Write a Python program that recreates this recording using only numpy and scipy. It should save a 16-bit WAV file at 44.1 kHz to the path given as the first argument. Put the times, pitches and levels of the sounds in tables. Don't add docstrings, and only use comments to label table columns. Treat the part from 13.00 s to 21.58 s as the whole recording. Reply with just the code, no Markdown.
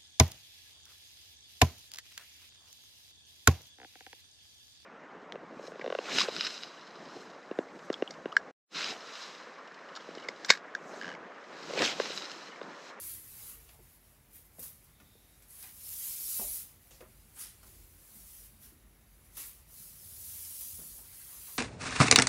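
import sys
import numpy as np
from scipy import signal
from scipy.fft import rfft, irfft
from scipy.io import wavfile
from scipy.ndimage import uniform_filter1d

SR = 44100
rng = np.random.default_rng(int(sys.argv[2]) if len(sys.argv) > 2 else 0)


def waveform_to_disk(signal):
    frames = np.transpose(np.atleast_2d(signal))
    scaled = np.clip(frames, -1, 1) * 32767
    samples = np.round(scaled).astype(np.int16)
    wavfile.write(sys.argv[1], SR, samples)


def gain_from_db(level_db):
    decades = np.asarray(level_db, float) / 20
    return 10 ** decades


N = 378378
TIME = np.arange(N) / SR
COARSE = TIME[::32]

# f/Hz, level/dB (per Hz)
TIPS = [(4000, -40.5), (6500, -16), (8300, -8), (9500, -2.5), (12000, -1), (13500, -10.5), (15500, -12)]
# t/s, f/Hz
RING = [(0, 10800), (.5, 11400), (1.4, 11200), (1.65, 11300), (2.55, 10700), (3, 11250), (3.4, 11100),
        (4.3, 10400), (4.42, 10000), (5.3, 10550), (6.4, 10800), (6.8, 10700), (7.3, 10250), (7.9, 10100),
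        (8.58, 11000)]
# f/Hz, level/dB (per Hz)
FINEST = [(9000, -67), (11500, -17), (13000, 2), (14500, -2.5), (16500, -2)]
# f/Hz, level/dB (per Hz)
STIFF = [(1650, -28), (2800, -11.5), (2970, -11), (3900, -8), (5690, -2), (8040, -5), (9000, -9),
         (11700, -15.5), (19800, -120)]
# f/Hz, level/dB (per Hz)
SCRAPE = [(350, -1.5), (600, -12), (1120, 3), (1210, 2), (2030, 5), (2210, 5), (3800, -0.5), (4940, -0.5),
          (8360, -120)]
FLICK_SCRAPE_DB = -5.5


def broom():
    tips_gain, finest_gain, stiff_gain, scrape_gain = contact()
    flick, catch = landing(stiff=False), landing(stiff=True)
    drive = slips(14000, 1.9, 0.35)

    tips = colour(drive, TIPS)
    ring_hz = curves(RING)[0]
    tips = patchy(tips + 0.96 * resonate(tips, ring_hz, 1100), 1.7)
    finest = patchy(colour(drive, FINEST), 1.9)
    stiff = patchy(colour(drive + 0.5 * slips(6000, 0.93, 1.2), STIFF), 2.63)
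    scrape = patchy(colour(drive + 0.6 * slips(2500, 2.3, 0.71), SCRAPE), 3.25)

    swish = tips * np.hypot(tips_gain, flick)
    swish += finest * np.hypot(finest_gain, flick)
    swish += stiff * np.hypot(stiff_gain, catch)
    return swish + scrape * np.hypot(scrape_gain, gain_from_db(FLICK_SCRAPE_DB) * catch)


# t/s, level/dB of the tips (speed), level/dB of pressure
SWEEPS = [
    [(0.0, -44.5, -4), (0.122, -43, -2.5), (0.226, -53.5, -4), (0.416, -51, 1), (0.5, -46, -6),
     (0.6, -61.5, -5)],
    [(2.74, -57, 0), (2.866, -47, 3), (3.078, -39, -0.5), (3.156, -43, 3.5), (3.26, -41, 1),
     (3.3, -37.5, 1), (3.39, -36.5, -0.5), (3.49, -39, -2.5), (3.56, -38, -3.5), (3.62, -46, 1.5),
     (3.65, -52.5, 0), (3.76, -67.5, 4.5)],
    [(4.68, -58, 5), (4.684, -62.5, 2.5), (4.97, -64.5, 2), (5.15, -57.5, 3), (5.382, -55, 2.5),
     (5.46, -57.5, 3), (5.534, -67, -2), (5.55, -66, 2)],
    [(6.69, -64, 4), (6.742, -54, 1.5), (6.822, -51, 1.5), (6.946, -56, 2), (7.314, -45.5, 0.5),
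     (7.52, -46, 1.5), (7.64, -45, 2.5), (7.75, -47, 0), (8.012, -51, 0), (8.05, -58, -2)],
    [(8.05, -57.5, 2), (8.194, -50, -0.5), (8.26, -51.5, 0), (8.566, -49, 2.5), (8.57, -47, 2)],
]
LITTER_DB = [-43.5, -48.5, -51.5, -53, -44]
# t/s, hold/s, level/dB of tips, level/dB of pressure, level/dB of finest tips
DABS = [(0.604, 0.14, -64, -5, -1), (0.827, 0.13, -65.5, -7.5, 0), (1.043, .1, -68.5, -8, -8),
        (1.356, .01, -54, -10, 0), (1.536, .03, -68, -9, -2), (1.61, .03, -50, -11.5, -4),
        (1.653, 0.013, -48, -11, -1), (1.746, 0.16, -68.5, -6, -5), (2.03, 0.23, -76, 1.5, 5),
        (2.296, 0.15, -68.5, -6.5, -10), (2.509, 0.076, -52.5, -12, -8), (2.603, 0.09, -53, -7.5, 1),
        (3.82, .2, -67, -5.5, 3), (4.084, 0.33, -67, -6, -3), (4.403, 0.019, -41.5, -11, -13),
        (4.517, 0.24, -68.5, -2, -2), (5.632, 0.028, -55.5, -6.5, 0), (6.112, .1, -71.5, -7, -2),
        (6.25, .01, -63.5, -11, -10), (6.387, 0.03, -46.5, -3.5, 0), (6.45, 0.027, -50, -10.5, 2),
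        (6.55, 0.048, -63.5, -6.5, -9)]
LAND_DB_PER_S, LIFT_DB_PER_S = 351, 172
STIFF_DB, FINEST_DB, FINEST_PER_PRESSURE = -8.5, -0.5, 0.45
SCRAPE_PER_SPEED = 0.43
DAB_SCRAPE_DB = -6


def contact():
    power = np.zeros((4, len(COARSE)))
    for rows, litter_db in zip(SWEEPS, LITTER_DB):
        speed_db, press_db = np.array(curves(rows))[:, ::32]
        start, end = rows[0][0], rows[-1][0]
        ends_db = plateau(start, end - start, LAND_DB_PER_S, LIFT_DB_PER_S)
        finest_db = speed_db + FINEST_DB + FINEST_PER_PRESSURE * press_db
        stiff_db = speed_db + STIFF_DB + press_db
        scrape_db = litter_db + SCRAPE_PER_SPEED * speed_db
        power += gain_from_db(2 * (np.array([speed_db, finest_db, stiff_db, scrape_db]) + ends_db))
    for s, hold, db, press_db, finest_db in DABS:
        shape = gain_from_db(2 * (db + plateau(s, hold, LAND_DB_PER_S, LIFT_DB_PER_S)))
        layers_db = np.array([[0], [finest_db], [press_db], [press_db + DAB_SCRAPE_DB]])
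        power += gain_from_db(2 * layers_db) * shape
    return [fine(layer) for layer in np.sqrt(power)]


# t/s, level/dB of tips, level/dB of stiff ones (above tips), t60/s
FLICKS = [(1.3064, -55, -10, 0.15), (1.3299, -49, -19, 0.15), (1.4506, -48.5, -15, 0.15),
          (1.5928, -32.5, -12.5, 0.14), (1.627, -34, -8, 0.13), (1.84, -50, -20, 0.15),
          (2.0004, -57, -1, 0.15), (2.421, -49.5, -2, 0.15), (2.4823, -52, -23, 0.17),
          (2.6249, -36, -6, 0.13), (3.908, -53, 7.5, 0.2), (4.009, -61, -3, 0.17), (4.6294, -48, -6, 0.19),
          (5.1542, -43, -8, 0.13), (6.347, -51, -19, 0.13), (6.3684, -31.5, -9, 0.17),
          (6.3994, -43, -15, 0.12), (7.424, -33, -20, 0.12), (8.468, -42, -4, .2),
          (7.608, -28.5, -19, 0.15)]


def landing(stiff):
    out, age = np.zeros(N + SR), np.arange(SR // 2) / SR
    for s, db, stiff_db, t60 in FLICKS:
        onset = np.minimum(age / 0.0014, 1)
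        fading_db = db - 11.0 + stiff * stiff_db - 60 * age / t60
        out[round(s * SR):][:len(age)] += gain_from_db(fading_db) * onset
    return out[:N]


def slips(per_s, spread_db, clump_db):
    size = gain_from_db(spread_db * np.minimum(rng.exponential(1, N), 5)) * rng.choice([-1., 1.], N)
    clumps = evened(uniform_filter1d(rng.standard_normal(N), size=160))
    happens = rng.random(N) < per_s / SR
    return evened(size * happens * gain_from_db(clump_db * clumps))


def patchy(x, depth_db):
    z = signal.stft(x, nperseg=512)[2]
    patches = uniform_filter1d(rng.standard_normal(z.shape), size=4, axis=0)
    patches = evened(uniform_filter1d(patches, size=6, axis=1))
    return evened(signal.istft(z * gain_from_db(depth_db * patches), nperseg=512)[1][:N])


# t/s, length/s, f/Hz, level/dB
SCUFFS = [(2.62, 0.089, 1870, -56.5), (4.01, 0.066, 1200, -59.5), (4.35, 0.15, 1460, -61.5),
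          (4.4, 0.14, 3600, -56.5), (7.97, 0.097, 850, -64), (8.27, 0.18, 1000, -65),
          (8.47, 0.07, 1100, -60), (7.8, 0.11, 145, -60.5), (3.92, .09, 5500, -60.5),
          (.72, 0.089, 800, -66), (.3, 0.27, 810, -68.5), (2.97, 0.24, 2100, -61.5),
          (4.63, 0.05, 1030, -64), (6.375, .09, 320, -67), (6.375, 0.061, 1200, -62),
          (6.7, 0.42, 8000, -63), (.42, 0.14, 8200, -57), (6.4, 0.16, 7800, -55.5),
          (2.625, .05, 2400, -58.5), (7.7, 0.042, 800, -70), (7.79, 0.073, 1200, -64),
          (7.93, 0.053, 370, -64), (3.42, 0.085, 470, -60), (8.48, 0.043, 780, -63), (4.42, .1, 5500, -54),
          (3.54, 0.083, 6000, -54), (4.35, 0.077, 8500, -59), (7.33, .07, 5200, -59),
          (7.435, .04, 4300, -60), (7.6, .08, 4200, -59), (7.76, .06, 4800, -61), (8.36, .025, 3000, -63),
          (7.1, .06, 4500, -64), (.47, .1, 8800, -56), (3.4, .06, 2600, -57), (7.3, .3, 2300, -66)]
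SCUFF_RISE, SCUFF_WIDTH = 0.18, 0.5


def scuffs():
    out, drive = np.zeros(N + SR), slips(3000, 2.7, 1.3)
    for s, length, hz, db in SCUFFS:
        u = np.arange(0, 1.6, 1 / (length * SR))
        shape = np.minimum(u / SCUFF_RISE, 1) * gain_from_db(-14 * u ** 2)
        grains = drive[round(s * SR) // 2:][:len(u)]
        grains = resonate(resonate(grains, hz, SCUFF_WIDTH * hz), hz, 2 * hz)
        out[round(s * SR):][:len(u)] += gain_from_db(db) * shape * evened(grains)
    return out[:N]


# t/s, level/dB, f/Hz
SQUEAK = [
    (1.92, -95, 3700),
    (1.96, -80, 3650),
    (2.05, -82, 3680),
    (2.13, -77, 3660),
    (2.2, -79, 3730),
    (2.3, -81, 3750),
    (2.42, -92, 3750),
]


def squeak():
    level_db, hz = curves(SQUEAK)
    whistle = resonate(resonate(slips(9000, 1, 1.2), hz, 260), hz, 700)
    return gain_from_db(level_db + 7.5) * evened(whistle)


# t/s, peak level/dB, f/Hz of the spot hit, level/dB of the boards, level/dB of the tick (above the spot)
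KNOCKS = [(.691, -63.5, 1800, -2, 16), (0.791, -62, 430, -2, -14), (1.584, -53.5, 523, 2.5, -20),
          (2.001, -58, 1900, -3, 5), (2.153, -66, 420, -16, -20), (2.639, -58, 810, -25, -10),
          (3.394, -53, 700, 3, 9), (3.907, -59, 600, 0, 2), (4.007, -55, 600, 0, 8),
          (4.628, -57, 1250, -6, -4), (5.719, -55, 244, -15, -20), (5.848, -60, 207, -19, -22),
          (6.372, -49.5, 1200, -5, 3.5), (7.786, -55, 185, -1.5, -4)]
# f/Hz, width/Hz, level/dB
BOARDS = [(225, 42, 1.5), (288, 104, 1.5), (390, 94, 0.5), (506, 130, 1), (672, 210, -2), (890, 500, -7),
          (1135, 69, -6), (1660, 550, -12)]
KNOCK_T60_S, LONGER_PER_DB = 0.1, 0.025


def knocks():
    out, t = np.zeros(N + SR), np.arange(SR // 6) / SR
    for s, db, hz, boards_db, tick_db in KNOCKS:
        noise = rng.standard_normal(len(t))
        t60 = KNOCK_T60_S * (1 + LONGER_PER_DB * (db + 54))
        blow = gain_from_db(-60 * (t / t60) ** 1.02) * np.minimum(t / 0.0023, 1)
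        spot = blow * rattle(noise[::-1], hz, 0.35 * hz)
        boards = np.zeros(len(t))
        for k, (f, width, mode_db) in enumerate(BOARDS):
            boards += (-1) ** k * gain_from_db(mode_db) * rattle(noise, f, width)
        boards *= blow
        tick = resonate(noise * gain_from_db(-60 * t / 0.05), 1900, 2400)
        for part, part_db in (spot, 0), (boards, boards_db), (tick, tick_db):
            out[round(s * SR):][:len(t)] += gain_from_db(db + part_db - 0.5) * part / abs(part).max()
    return out[:N]


def rattle(noise, hz, width):
    ring = resonate(resonate(noise, hz, width), hz, 2 * width)
    return ring / np.sqrt(uniform_filter1d(ring ** 2, size=300) + 1e-12)


# t/s, f/Hz, level/dB, t60/s
STRUCK = [(.789, 450, -58, .12), (.789, 205, -60, .1), (.789, 870, -64, .08), (.802, 360, -59, .12),
          (1.5845, 560, -50, .03), (1.5845, 170, -51, .05), (1.5845, 1050, -58, .03),
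          (1.594, 501, -53, 0.11), (1.612, 240, -55, .1), (2.0, 1430, -57, .06), (2.005, 220, -55, .05),
          (2.006, 800, -61, .04), (2.015, 1200, -61, .05), (2.02, 300, -57, .05), (2.03, 200, -57, .06),
          (2.153, 460, -54, .05), (3.3945, 222, -43, .09), (3.3945, 490, -42.5, .06),
          (3.3945, 917, -42, .05), (3.3945, 1190, -50, .08), (3.4115, 720, -41.5, .045),
          (3.415, 620, -50, .1), (3.415, 810, -51, .09), (3.411, 390, -50, .13), (3.428, 700, -47, .06),
          (3.445, 604, -51, .12), (4.0065, 510, -47, .09), (4.0065, 1800, -58, .03),
          (4.0124, 460, -49, .04), (4.013, 1250, -54, .04), (4.008, 2500, -58, .05), (4.022, 600, -51, .07),
          (4.024, 370, -49, .07), (4.024, 1850, -59, .05), (7.787, 165, -47, .07), (7.787, 450, -59, .05),
          (7.798, 230, -55, .09), (7.81, 370, -60, .08), (7.816, 620, -61, .07)]
CONTACT_S = 0.0012


def struck():
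    out, t = np.zeros(N + SR), np.arange(SR // 5) / SR
    for s, hz, db, t60 in STRUCK:
        shape = gain_from_db(db - 60 * t / t60) * np.minimum(t / CONTACT_S, 1)
        out[round(s * SR):][:len(t)] -= shape * np.sin(2 * np.pi * hz * t)
    return out[:N]


# f/Hz, t60/s
ROOM = [(150, 0.29), (600, 0.3), (2500, 0.2), (8000, 0.092), (15000, 0.066)]


def room(x):
    out = np.zeros(N)
    for turn in np.arange(3) / 3:
        taps = np.zeros(SR // 2)
        at = np.arange(200, len(taps) - 20, 20)
        taps[at + rng.integers(0, 20, len(at))] = rng.choice([-1., 1.], len(at))
        hz, t, z = signal.stft(taps, SR, nperseg=256)
        decay = gain_from_db(-60 * t / read(ROOM, hz)[:, None])
        tail = signal.istft(z * decay, SR, nperseg=256)[1]
        share = np.sqrt(2 / 3) * np.cos(np.pi * (1.3 * TIME + turn))
        out += signal.fftconvolve(x * share, tail / np.linalg.norm(tail))[:N]
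    return out


# f/Hz, width/Hz
MODES_HZ = [(50, 11), (80, 24), (122, 52), (212, 47), (320, 157)]
RUMBLE_DB = [-70, -71, -72.5, -79, -84.5]


def rumble():
    return sum(traffic(hz, db) * room_mode(hz, width) for db, (hz, width) in zip(RUMBLE_DB, MODES_HZ))


# t/s, length/s, f/Hz, level/dB
PASSES = [(0.047, 0.45, 85.5, -66), (0.667, 0.34, 50, -63), (1.5, .5, 70, -70), (2.38, 0.39, 50, -71),
          (2.9, 0.12, 70, -67), (3.48, 0.082, 51.3, -53.5), (4.15, 0.23, 52, -62.5), (4.1, 0.35, 153, -66),
          (4.76, 0.38, 60, -58), (5.343, 0.27, 50, -61), (5.184, .15, 212, -68.5), (5.6, 0.28, 159, -64),
          (6.2, 1, 50, -64), (6.884, 0.35, 115, -68.5), (7.24, 0.35, 79.5, -60.5),
          (7.733, 0.17, 64.5, -58.5), (7.955, 0.17, 50, -62), (8.1, 0.1, 80, -70), (8.55, 0.18, 122, -71.5),
          (.04, 0.35, 310, -69), (4.8, 0.28, 310, -72), (5.95, 0.12, 300, -75), (0.818, 0.11, 140, -64),
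          (4.05, 0.085, 247, -72), (3.15, .1, 101, -72), (6.85, .2, 200, -74)]
WANDER_DB = 2


def traffic(mode_hz, rest_db):
    wander = uniform_filter1d(rng.standard_normal(len(COARSE)), size=190)
    wander = evened(uniform_filter1d(wander, size=190))
    power = gain_from_db(2 * (rest_db + WANDER_DB * wander))
    for s, length, hz, db in PASSES:
        off_pitch_db = 22 * np.log(hz / mode_hz) ** 2 / 0.22
        off_time_db = 17.4 * ((COARSE - s) / length) ** 2
        power = power + gain_from_db(2 * (db - off_pitch_db - off_time_db))
    return fine(np.sqrt(power))


def room_mode(hz, width):
    ring = resonate(resonate(rng.standard_normal(N), hz, width), hz, 1.16 * width)
    return ring / np.sqrt(uniform_filter1d(ring ** 2, size=9000) + 1e-12)


HUM_HZ, HUM_DB, HUM_FROM_S, HUM_S = 460, -79.5, 0.23, 0.52


def drone():
    tone = evened(resonate(resonate(rng.standard_normal(N), HUM_HZ, 14), HUM_HZ, 25))
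    return fine(gain_from_db(HUM_DB + plateau(HUM_FROM_S, HUM_S, 100, 150))) * tone


# start t/s, end t/s, level/dB
WHINE_SPELLS = [
    (0, .9, -77),
    (2.1, 2.5, -72),
    (3, 4.2, -80),
    (5.72, 6.33, -73),
]
WHINE_HZ, WHINE_DB = 11240, -80


def whine():
    gain = gain_from_db(WHINE_DB)
    for start, end, db in WHINE_SPELLS:
        gain = gain + 0.6 * gain_from_db(db + plateau(start, end - start, 60, 60))
    return fine(gain) * np.sin(2 * np.pi * WHINE_HZ * TIME)


# f/Hz, level/dB (per Hz)
HUSH = [(88, -15), (150, -1), (530, -7), (813, -8.5), (1510, -11), (2110, -10), (3560, -16.5), (7310, -17),
        (9600, -16), (11200, -10.5), (14700, -14), (15600, -26)]
HUSH_DB = -63.5


def hiss():
    return gain_from_db(HUSH_DB - 2.0) * patchy(colour(rng.standard_normal(N), HUSH[:-1]), 1.3)


def evened(x):
    return x / np.sqrt(np.mean(x ** 2) + 1e-20)


def read(points, hz):
    f, value = np.transpose(points)
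    return np.interp(np.log(hz + 1), np.log(f + 1), value)


def curves(rows):
    s, *columns = np.transpose(rows)
    return [np.interp(TIME, s, c) for c in columns]


def fine(gain):
    return np.interp(TIME, COARSE, gain)


def plateau(start, hold, rise, fall):
    return -rise * np.maximum(start - COARSE, 0) - fall * np.maximum(COARSE - start - hold, 0)


def colour(x, spectrum):
    gain = gain_from_db(read(spectrum, np.fft.rfftfreq(len(x), 1 / SR)))
    return evened(irfft(rfft(x) * gain, len(x)))


def resonate(x, hz, width):
    r = np.exp(-np.pi * width / SR)
    if np.ndim(hz) == 0:
        return 2 * signal.lfilter([1 - r], [1, -r * np.exp(2j * np.pi * hz / SR)], x + 1e-18).real
    turn = np.exp(2j * np.pi * np.cumsum(hz * np.ones(len(x))) / SR)
    return 2 * (turn * signal.lfilter([1 - r], [1, -r], x / turn + 1e-18)).real


def scene():
    swish, hits, rings = broom() + squeak() + scuffs(), knocks(), struck()
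    wet = room(gain_from_db(-14.0) * swish + gain_from_db(-7.5) * hits + gain_from_db(-15) * rings)
    background = rumble() + drone() + whine() + hiss()
    mono = gain_from_db(-2.5) * swish + hits + rings + wet + background
    return np.array([mono, mono])


def starved(x, below_db):
    hz, _, z = signal.stft(x, SR, nperseg=1024, noverlap=768)
    near = uniform_filter1d(uniform_filter1d(abs(z) ** 2, size=3, axis=1), size=7, axis=2)
    around = uniform_filter1d(near, size=24, axis=1)
    dropped = (near < around * gain_from_db(-2 * below_db)) & (hz[:, None] > 5000)
    return signal.istft(z * np.where(dropped, 0.15, 1), SR, nperseg=1024, noverlap=768)[1][:, :N]


REFILL_EVERY_S, REFILL_WIDTH = 0.22, 1.15


def split_bands(mono):
    side, window = np.zeros(N), np.sin(np.pi * np.arange(2048) / 2048)
    half = len(window) // 2
    hz = np.fft.rfftfreq(len(window), 1 / SR)
    for start in np.arange(0.05, N / SR - 0.4, REFILL_EVERY_S):
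        late, place = rng.random(2)
        middle = round((start + late * REFILL_EVERY_S) * SR)
        low = 4700 + 9800 * place ** 0.7
        span = slice(middle - half, middle + half)
        band = abs(rfft(mono[span] * window)) * (hz > low) * (hz < low * REFILL_WIDTH)
        side[span] += window * irfft(band * np.exp(2j * np.pi * rng.random(len(hz))))
    return np.array([side, -side])


def top_cut(x):
    return signal.sosfilt(signal.butter(12, 16790, fs=SR, output="sos"), x)


EDGE_HZ = 15780


def record(dry):
    dry = signal.sosfilt(signal.butter(3, 34, "high", fs=SR, output="sos"), dry)
    dry = starved(dry, 4.4)
    low_pass = signal.firwin(1023, EDGE_HZ, window=("kaiser", 9), fs=SR)
    dry = signal.oaconvolve(dry, low_pass[None], "same")
    return top_cut(dry + split_bands(dry[0]))


dry = scene()
out = record(dry)
waveform_to_disk(out)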